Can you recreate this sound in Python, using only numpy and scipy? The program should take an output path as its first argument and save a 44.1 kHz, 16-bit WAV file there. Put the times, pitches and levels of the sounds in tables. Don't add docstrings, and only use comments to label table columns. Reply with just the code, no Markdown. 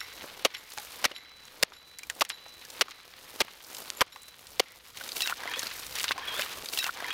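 import sys
import numpy as np
from scipy import signal
from scipy.fft import rfft, irfft
from scipy.io import wavfile
from scipy.ndimage import uniform_filter1d

SR = 44100
rng = np.random.default_rng(int(sys.argv[2]) if len(sys.argv) > 2 else 0)


def wav_record(signal):
    frames = np.transpose(np.atleast_2d(signal))
    bounded = np.clip(frames, -1, 1)
    quanta = np.round(bounded * 32767).astype(np.int16)
    wavfile.write(sys.argv[1], SR, quanta)


N = 314433

# f/Hz, level/dB
CRACK_SPECTRUM = [(88, -88), (150, -27), (723, 10), (4690, 9), (5480, 11), (7660, -4.5), (11400, -1.5),
                  (15300, -9), (16500, -38)]
# f/Hz, width/Hz, level/dB
SHEET_MODES = [(530, 93, 3), (1120, 130, -1), (2280, 390, 4), (2886, 460, 4)]
# t/s, crack/dB, wedging time/s, thud/dB, second split delay/s,
# second split/dB, thud t60/s, knock/Hz, knock/dB
CHOPS = [(0.4491, -13.5, 0.0056, -18, 0.0022, -44, 0.041, 480, -23),
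         (1.042, -13.5, 0.016, -21.5, 0.0098, -12, 0.032, 2110, -21),
         (1.627, -9, 0.0077, -19.5, 0.0057, -7.5, 0.0065, 1036, -10),
         (2.209, -11.5, 0.013, -17, 0.0086, -14, 0.017, 1140, -14.5),
         (2.81, -10, 0.011, -21.5, 0.0059, -15.5, 0.026, 2700, -34),
         (3.404, -14.5, 0.014, -17.5, 0.0029, -19.5, 0.015, 510, -26.5),
         (4.008, -13.5, 0.012, -18, 0.0061, -15, 0.022, 1130, -15.5),
         (4.596, -9.5, 0.0064, -14, 0.0047, -23, 0.013, 660, -15.5)]
def chop(crack_db, wedge_s, thud_db, delay, split_db, t60, knock_hz, knock_db):
    t = np.arange(4096) / SR
    crack_noise, sheet_noise, knock_noise = rng.standard_normal((3, len(t)))
    since_stop = np.maximum(t - wedge_s, 0)
    splits = amp(crack_db - 2150 * t) + amp(split_db - 2100 * (t - delay)) * (t > delay)
    crack = coloured(crack_noise, CRACK_SPECTRUM) * splits * amp(-60 * since_stop / (0.073 * t60))
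    sheet = unit_rms(sum(amp(db) * resonate(sheet_noise, hz, width) for hz, width, db in SHEET_MODES))
    knock = amp(knock_db) * resonate(knock_noise, knock_hz, 240) * ramp((t - delay) / 0.0012)
    thud = (amp(thud_db) * sheet * ramp(0.3 + t / wedge_s) + knock) * amp(-60 * since_stop / t60)
    crumbs = amp(-53.5 - 60 * t) * coloured(crack_noise[::-1], CRUNCH_SPECTRUM)
    blow = (crack + thud + crumbs) * ramp(t / .0003)
    return highpass(blow, hz=230, order=3)


# t/s, peak/dB
JOLTS = [(1.0595, -22.5), (3.418, -22), (4.0142, -13.5)]
def jolt(db):
    return -amp(db) * np.hanning(round(0.00087 * SR))


# f/Hz, relative level/dB, t60/s
STEEL_MODES = [(2080, 0, .9), (3914, 2, .2), (3973, 0, 1.8), (5520, 3, .18), (7130, -2, .18),
               (10800, -3, .1), (11400, -2, .25)]
# t/s, drive at 4 kHz/dB, at 5.5 kHz/dB, of the upper modes/dB, of the low mode/dB,
# time until damped/s, scrape/dB
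STEEL_RINGS = [(.005, -53, -45.5, -51.5, -44, 0.3, -46), (0.538, -47, -44, -52, -34, 0.042, -44),
               (0.567, -56, -54, -45.5, -43.5, 0.3, -39), (1.148, -40, -52, -52, -47, 0.044, -44),
               (1.166, -45.5, -59, -51.5, -42.5, 0.38, -44), (1.731, -60, -55, -52, -55, 0.078, -40),
               (1.763, -46, -68, -54, -65, 0.35, -48), (2.3, -38, -49, -56, -51, 0.073, -28.5),
               (2.322, -43, -61, -47, -59, 0.34, -43.5), (2.912, -51, -65, -67, -48, 0.15, -40.5),
               (3.965, -64, -70, -44, -55, 0.053, -54), (4.123, -46, -51, -48, -55, 0.27, -43.5),
               (4.659, -69, -65, -65, -44, 0.17, -60)]
def steel_ring(pair_db, mid_db, high_db, low_db, length, scrape_db):
    t = np.arange(round(length * SR)) / SR
    phases, grit = rng.random(len(STEEL_MODES)), rng.standard_normal((2, len(t)))
    shake = amp(5.2 * wander(grit[0], 250))
    low = amp(low_db - 1.5) * wander(grit[1], 120)
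    facing_db = 4 - 6 * ramp((.45 - t / length) / .33)
    drives = [low, amp(pair_db), amp(pair_db + facing_db), amp(mid_db) * shake]
    drives += [amp(high_db) * shake] * 3
    modes = sum(drive * amp(db - 60 * t / t60) * np.sin(2 * np.pi * (hz * t + phase))
                for drive, (hz, db, t60), phase in zip(drives, STEEL_MODES, phases))
    scrape = amp(scrape_db - 730 * t) * shake * coloured(grit[1], CRUNCH_SPECTRUM)
    return (modes + scrape) * ramp(t / 0.00099) * ramp((length - t) / min(.08, length / 3))


# t/s, peak/dB, f/Hz, treble/dB
ICE_SNAPS = [(0.013, -27, 2030, -49), (0.24, -31, 493, -25), (0.504, -28.5, 2370, -9),
             (0.702, -29, 5350, 7), (0.548, -16.5, 3160, -26), (0.72, -25, 4040, -10),
             (0.776, -20.5, 1500, -5), (0.783, -23, 1970, -8), (0.92, -29, 4500, -8),
             (1.113, -24.5, 540, -22), (1.116, -21, 2970, -22.5), (1.163, -16.5, 3770, -45),
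             (1.453, -32, 6500, -11), (1.721, -26.5, 1030, -25), (1.986, -22, 6170, -2),
             (1.991, -25.5, 2070, -7), (2.033, -24, 2360, 3), (2.099, -12.5, 1630, -4),
             (2.151, -31.5, 4100, 10), (2.197, -27, 6000, 5), (2.25, -17, 1950, -1),
             (2.291, -18, 8550, -17), (2.297, -14.5, 3700, 5), (2.463, -29, 700, -21),
             (2.483, -33, 5500, -10), (2.651, -25, 1650, 9), (2.702, -26.5, 3790, 3),
             (2.883, -23.5, 1120, -22), (2.909, -23, 2850, -4), (3.482, -25, 1180, -20),
             (3.646, -27, 4580, -20), (3.747, -21.5, 2840, 9), (3.768, -23, 4100, -13),
             (4.16, -24, 1170, -18), (4.219, -30, 8000, -8), (4.232, -27.5, 8950, -15),
             (4.282, -32, 6000, -3), (4.392, -34, 3000, -14), (4.469, -29, 4100, 0),
             (4.972, -21.5, 3130, 2), (5.038, -20, 4340, -17), (5.09, -20.5, 3800, -8),
             (5.119, -19, 4960, -50), (5.166, -19, 3250, -12), (5.206, -11, 3060, -13),
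             (5.22, -9, 3930, -8), (5.259, -14, 1600, -7), (5.274, -12, 2730, -35), (5.297, -13, 1100, -8),
             (5.404, -21, 1080, -9), (5.435, -19.5, 1550, -7), (5.456, -20, 690, -22),
             (5.537, -14.5, 2940, -64), (5.593, -14, 6200, -19), (5.63, -17, 4400, -21),
             (5.657, -23, 4500, -14), (5.669, -15, 4600, -20), (5.832, -28, 4360, -27),
             (5.925, -25.5, 4870, -30), (5.954, -21, 5730, -11), (5.986, -17, 2580, -6),
             (5.998, -17, 3200, -4), (6.005, -15, 2960, -22), (6.0418, -8, 1650, -7),
             (6.042, -16.5, 4200, -8), (6.081, -14, 3570, -31), (6.089, -11.5, 3670, -34),
             (6.11, -9.5, 1090, -13), (6.117, -6.5, 2610, -17), (6.121, -16, 3900, -14),
             (6.179, -16.5, 1060, -18), (6.394, -12, 1520, -18), (6.415, -13.5, 2100, -5),
             (6.42, -9, 3020, -20), (6.462, -19, 1580, -15), (6.533, -21, 815, -2)]
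def ice_snap(db, hz, treble_db):
    t = np.arange(2048) / SR
    break_noise, ring_noise = rng.standard_normal((2, len(t)))
    spectrum = [(250, -30), (0.49 * hz, -9), (hz, 0),
                (max(6000, 2.16 * hz), treble_db), (16800, treble_db - 16.5)]
    fade = amp(-9000 * t) + amp(-9 - 1900 * t) + amp(-29 - 600 * t)
    clink = .35 * resonate(ring_noise, hz, .15 * hz) * amp(-(1100 + .2 * hz) * t)
    tick = (coloured(break_noise, spectrum) * fade + clink) * ramp(t / 0.00028)
    tick = highpass(tick, hz=.4 * hz, order=2)
    return amp(db) * tick / abs(tick).max()


# t/s, peak/dB, f/Hz
SPLINTERS = [(0.7847, -13.5, 4300), (2.0995, -13.5, 5160), (3.9026, -7.5, 4800), (4.6847, -27, 5800),
             (4.721, -19, 11800), (5.1687, -15, 4600), (5.192, -26, 5700), (5.275, -3.5, 3660),
             (5.6205, -15, 4800), (5.8676, -18, 6100), (5.998, -14, 4500), (6.0313, -8, 6360),
             (6.11, -6, 1380), (6.6243, -19.5, 3600)]
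def splinter(db, hz):
    phase = np.arange(-40, 41) / SR * hz * 2 * np.pi
    return amp(db) * phase * np.exp(.5 - .5 * phase ** 2)


# t/s, level/dB, f/Hz, t60/s
CHIP_KNOCKS = [(.7768, -26, 830, 0.03), (.7848, -29.5, 827, .06), (2.0327, -29.5, 2390, .035)]
def chip_knock(db, hz, t60):
    t = np.arange(round(t60 * SR)) / SR
    return amp(db - 60 * t / t60) * np.sin(2 * np.pi * hz * t)


def patter(crunch_gain):
    out = np.zeros(N)
    for when, pitch, size, bright in rng.random((90, 4)):
        tick = ice_snap(db=11.5 - 8 * size, hz=4160 * 2 ** (1.6 * (pitch - .5)),
                        treble_db=-32 + 20 * bright)
        add(out, when * N / SR, tick * crunch_gain[int(when * N)])
    for when, pitch, size in rng.random((260, 3)):
        click = splinter(db=17 - 9 * size, hz=3000 * 4 ** pitch)
        add(out, when * N / SR, click * crunch_gain[int(when * N)])
    return out


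# t/s, length/s, crunch/dB, hiss/dB, rustle/dB, gurgle/dB,
# bubbles from f/Hz, to f/Hz, share of the stroke after which the hiss fades
SLUSH_STROKES = [(5.145, 0.17, -40.5, -31.5, -47, -33.5, 4070, 1480, 0.45),
                 (5.374, 0.17, -41, -65, -44, -39.5, 1114, 1800, .3),
                 (5.553, 0.15, -36.5, -38.5, -48, -41, 2060, 3170, 0.48),
                 (5.934, 0.18, -35, -35, -51, -43, 3930, 1430, 0.52),
                 (6.141, 0.14, -45, -51, -65, -39, 910, 1790, .9),
                 (6.266, 0.17, -36, -32, -41, -33.5, 1517, 2380, 0.96),
                 (6.443, 0.13, -50, -46, -44.5, -59, 1510, 2300, 0.9)]
def slush_strokes(gains):
    t = np.arange(N) / SR
    for start, length, crunch_db, hiss_db, rustle_db, *_, share in SLUSH_STROKES:
        past_crest = ramp((t - start) / length) - share
        hiss_db = hiss_db + 12.5 * np.minimum(past_crest, 0) - 14 * np.maximum(past_crest, 0)
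        shape_db = stroke_db(t, start, length)
        gains = np.hypot(gains, amp([crunch_db + shape_db, hiss_db + shape_db, rustle_db + shape_db]))
    return gains


def stroke_db(t, start, length, build_db=4.5, edge_s=0.014):
    onset = np.clip((t - start) / edge_s, 1e-4, 1)
    stop = np.clip((start + length + edge_s - t) / edge_s, 1e-4, 1)
    return build_db * (ramp((t - start) / length) - 1) + 20 * np.log10(onset * stop)


def gurgle():
    out = np.zeros(N)
    for start, length, *_, gurgle_db, from_hz, to_hz, _share in SLUSH_STROKES:
        for when, pitch, size, life in rng.random((110, 4)):
            at = start + when * length
            hz = from_hz * (to_hz / from_hz) ** when * 2 ** (1.8 * (pitch - .4))
            age = np.linspace(0, 1, round(SR * (6 + 24 * life ** 2) / hz))
            cycles = np.cumsum(hz * (1 + 0.201 * age)) / SR
            db = gurgle_db + stroke_db(at, start, length) - 4 * np.log(size + 0.11) - 14 * age
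            add(out, at, amp(db) * np.sin(2 * np.pi * cycles) * ramp(age / 0.27))
    return out


# t/s, level/dB, start f/Hz, end f/Hz, length/s
WET_TONES = [(5.011, -22.5, 1430, 1560, 0.005), (5.215, -19, 3960, 3730, 0.051),
             (5.277, -25.5, 2830, 2450, 0.037), (5.23, -20.5, 2680, 2640, 0.015),
             (5.232, -25, 5330, 5370, 0.018), (5.324, -14.5, 1340, 1450, 0.007),
             (5.429, -29, 1530, 1720, 0.012), (5.466, -31, 1400, 1480, .014),
             (5.475, -23, 1990, 2140, 0.012), (5.627, -29, 1550, 1700, 0.012),
             (5.662, -30, 1340, 1450, 0.01), (6.105, -20.5, 1036, 1125, 0.022),
             (5.476, -34, 1040, 930, 0.036), (5.537, -21, 3280, 3280, 0.017),
             (5.568, -31, 3400, 3580, .036), (5.54, -29, 2490, 2540, 0.029),
             (5.566, -31.5, 508, 560, 0.037), (5.265, -26, 1480, 1500, 0.011),
             (6.175, -27, 1040, 1060, 0.028), (6.268, -25.5, 3380, 3200, 0.068),
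             (6.281, -26, 3290, 3220, 0.014), (6.347, -28.5, 3430, 3730, 0.065),
             (6.392, -25.5, 544, 610, 0.013)]
def wet_tone(db, start_hz, end_hz, length):
    age = np.linspace(0, 1, round(length * SR))
    level_noise, pitch_noise = rng.standard_normal((2, len(age)))
    waver_db = 3 * wander(level_noise, 110, 110)
    wobble = 1 + .007 * wander(pitch_noise, 120)
    cycles = np.cumsum((start_hz + (end_hz - start_hz) * age) * wobble) / SR
    envelope = amp(db - 11.6 * age + waver_db) * signal.windows.tukey(len(age), .3)
    return envelope * np.sin(2 * np.pi * cycles)


# f/Hz, relative level/dB
WET_STEEL_MODES = [(1040, -3.5), (1800, -2), (2500, -5), (3300, -2)]
# t/s, length/s, level/dB, pitch factor from, to
HEAD_LIFTS = [(5.46, .16, -45.5, 0.96, 1.05), (6.166, 0.28, -43, 0.97, 1.05)]
def head_lift(length, db, low, high):
    age = np.linspace(0, 1, round(length * SR))
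    rise = low + (high - low) * age ** 2
    out = np.zeros(len(age))
    for hz, mode_db in WET_STEEL_MODES:
        real, imaginary, swell = rng.standard_normal((3, len(age)))
        fuzz = wander(real, 200, 200) + 1j * wander(imaginary, 200, 200)
        fuzz *= amp(5.9 * wander(swell, 200, 200, 900))
        out += amp(mode_db) * (fuzz * np.exp(2j * np.pi * np.cumsum(hz * rise) / SR)).real
    return amp(db) * out * signal.windows.tukey(len(age), .3)


# t/s, crunch/dB, hiss/dB, rustle/dB
SNOW_LEVELS = [(0, -47.5, -55, -62.5), (0.25, -50.5, -54, -53.5), (0.36, -53, -60, -65),
               (0.8, -46.5, -43.5, -58.5), (1.019, -47, -49.5, -60.5), (1.2, -52.5, -61.5, -63.5),
               (1.5, -53, -56, -66.5), (1.68, -54, -56, -62.5), (1.76, -53, -59.5, -65),
               (2.05, -55.5, -56, -67), (2.4, -48, -52.5, -59), (2.7, -50, -50.5, -63),
               (3.1, -49, -52, -61.5), (3.55, -50.5, -47.5, -62.5), (3.8, -44.5, -41, -52),
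               (4.06, -53, -56.5, -67.5), (4.18, -51.5, -52, -65), (4.4, -53.5, -53, -66),
               (4.945, -51.5, -48, -64), (4.975, -41, -42, -51), (5.14, -45.5, -39.5, -50),
               (5.42, -40, -47, -52), (5.78, -40.5, -41, -53), (6.0, -52, -44.5, -51),
               (6.18, -39.5, -52, -44.5), (6.52, -37, -40.5, -55), (6.64, -45, -46, -42.5)]
def snow_gains():
    t = np.arange(N) / SR
    times, *steady = np.transpose(SNOW_LEVELS)
    db = np.array([np.interp(t, times, column) for column in steady])
    swing_db, swing_s = (3.5, 5, 15.5), 0.12
    after_db, after_s = np.c_[[8.5, -3, 13]], np.c_[[0.12, 0.66, 0.18]]
    for blow, *_ in CHOPS:
        since = t - blow
        db += np.outer(swing_db, np.exp(np.minimum(since, 0) / swing_s) * (since < 0))
        db += after_db * np.exp(-np.maximum(since, 0) / after_s) * (since >= 0)
    return amp(db)


# f/Hz, level/dB
CRUNCH_SPECTRUM = [(700, -14), (1200, -2.5), (2200, -1), (4000, -2), (5000, -7), (7000, -18.5)]
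HISS_SPECTRUM = [(3500, -15), (6000, -10), (9000, -11.5), (13000, -10), (15500, -12.5), (15900, -20)]
RUSTLE_SPECTRUM = [(120, -10), (250, -1), (500, 3.5), (1000, -0.5), (1600, -14)]
def shifting_snow(crunch_gain, hiss_gain, rustle_gain):
    fine = grains(per_s=300, spread_db=4, smooth=1.2)
    coarse = grains(per_s=350, spread_db=4, smooth=1.74)
    crunch = coloured(0.44 * fine + coarse, CRUNCH_SPECTRUM) * crunch_gain
    hiss = coloured(fine, HISS_SPECTRUM) * hiss_gain
    rustle = coloured(fine + 0.23 * coarse, RUSTLE_SPECTRUM) * rustle_gain
    return crunch + hiss + rustle


def grains(per_s, spread_db, smooth):
    breaks = amp(spread_db * np.minimum(rng.exponential(1, N), 3.2)) * (rng.random(N) < per_s / SR)
    puffs = signal.oaconvolve(breaks, amp(-np.arange(400) * 0.26))[:N]
    bunch_db = 2.17 * wander(rng.standard_normal(N), 500, 500)
    return rng.standard_normal(N) * (smooth + unit_rms(puffs)) * amp(bunch_db)


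# f/Hz, level/dB
WIND_SPECTRUM = [(12, -12), (20, 0.5), (27, -39), (54, -1.5), (242, -12.5), (400, -16.5), (520, -5),
                 (880, -120)]
# t/s, level/dB
WIND_LEVELS = [(0, -63.5), (2.8, -61.5), (3.9, -63), (5, -59.5), (6.6, -52)]
def wind():
    db = np.interp(np.arange(N) / SR, *np.transpose(WIND_LEVELS))
    return amp(db) * coloured(rng.standard_normal(N), WIND_SPECTRUM)


def amp(db):
    return 10 ** (np.asarray(db) / 20)


def ramp(x):
    return np.clip(x, 0, 1)


def unit_rms(x):
    return x / np.sqrt(np.mean(x ** 2) + 1e-20)


def wander(noise, *widths):
    for width in widths:
        noise = uniform_filter1d(noise, width)
    return unit_rms(noise)


def coloured(x, points):
    hz, db = np.transpose(points)
    bins = np.fft.rfftfreq(len(x), 1 / SR)
    curve_db = np.interp(np.log(bins + 1), np.log(hz + 1), db, -90, -90)
    return unit_rms(irfft(rfft(x) * amp(curve_db), len(x)))


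def resonate(x, hz, width):
    r = np.exp(-np.pi * width / SR)
    return unit_rms(signal.lfilter([1, 0, -1], [1, -2 * r * np.cos(2 * np.pi * hz / SR), r * r], x))


def highpass(x, hz, order):
    return signal.sosfilt(signal.butter(order, hz, 'high', fs=SR, output='sos'), x)


def add(mix, at, sound):
    part = mix[max(round(at * SR), 0):][:len(sound)]
    part += sound[:len(part)]


def scene():
    crunch, hiss, rustle = slush_strokes(snow_gains())
    mix = shifting_snow(crunch, hiss, rustle) + patter(crunch) + gurgle() + wind()
    for play, rows in ((chop, CHOPS), (jolt, JOLTS), (steel_ring, STEEL_RINGS), (ice_snap, ICE_SNAPS),
                       (chip_knock, CHIP_KNOCKS), (wet_tone, WET_TONES), (head_lift, HEAD_LIFTS)):
        for at, *row in rows:
            add(mix, at, play(*row))
    for at, db, hz in SPLINTERS:
        add(mix, at - 40 / SR, splinter(db, hz))
    return mix[None]


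def record(dry):
    power = uniform_filter1d(np.clip(dry[0], -.27, .27) ** 2, 441)
    power_db = 10 * np.log10(abs(power) + 1e-12)
    release_db = np.arange(N) * 30.1 / SR
    held_db = np.maximum.accumulate(power_db + release_db) - release_db
    threshold_db, lag, ceiling = -40.5, round(.022 * SR), .28
    over_db = np.maximum(held_db - threshold_db, 0)
    duck_db = 0.38 * uniform_filter1d(np.pad(over_db, (lag, 0))[:N], 300)
    drive = dry / amp(duck_db) / ceiling
    overloaded = ceiling * np.tanh(drive * np.sqrt(1 + drive ** 2))
    stir, again = round(5.07 * SR), round(6.63823 * SR)
    repeated = np.concatenate([overloaded[:, :again], overloaded[:, stir:stir + N - again]], axis=1)
    band_limit = signal.firwin(511, cutoff=16750, window=("kaiser", 9), fs=SR)
    return signal.oaconvolve(repeated, band_limit[None], "same")


dry = scene()
out = record(dry)
wav_record(out)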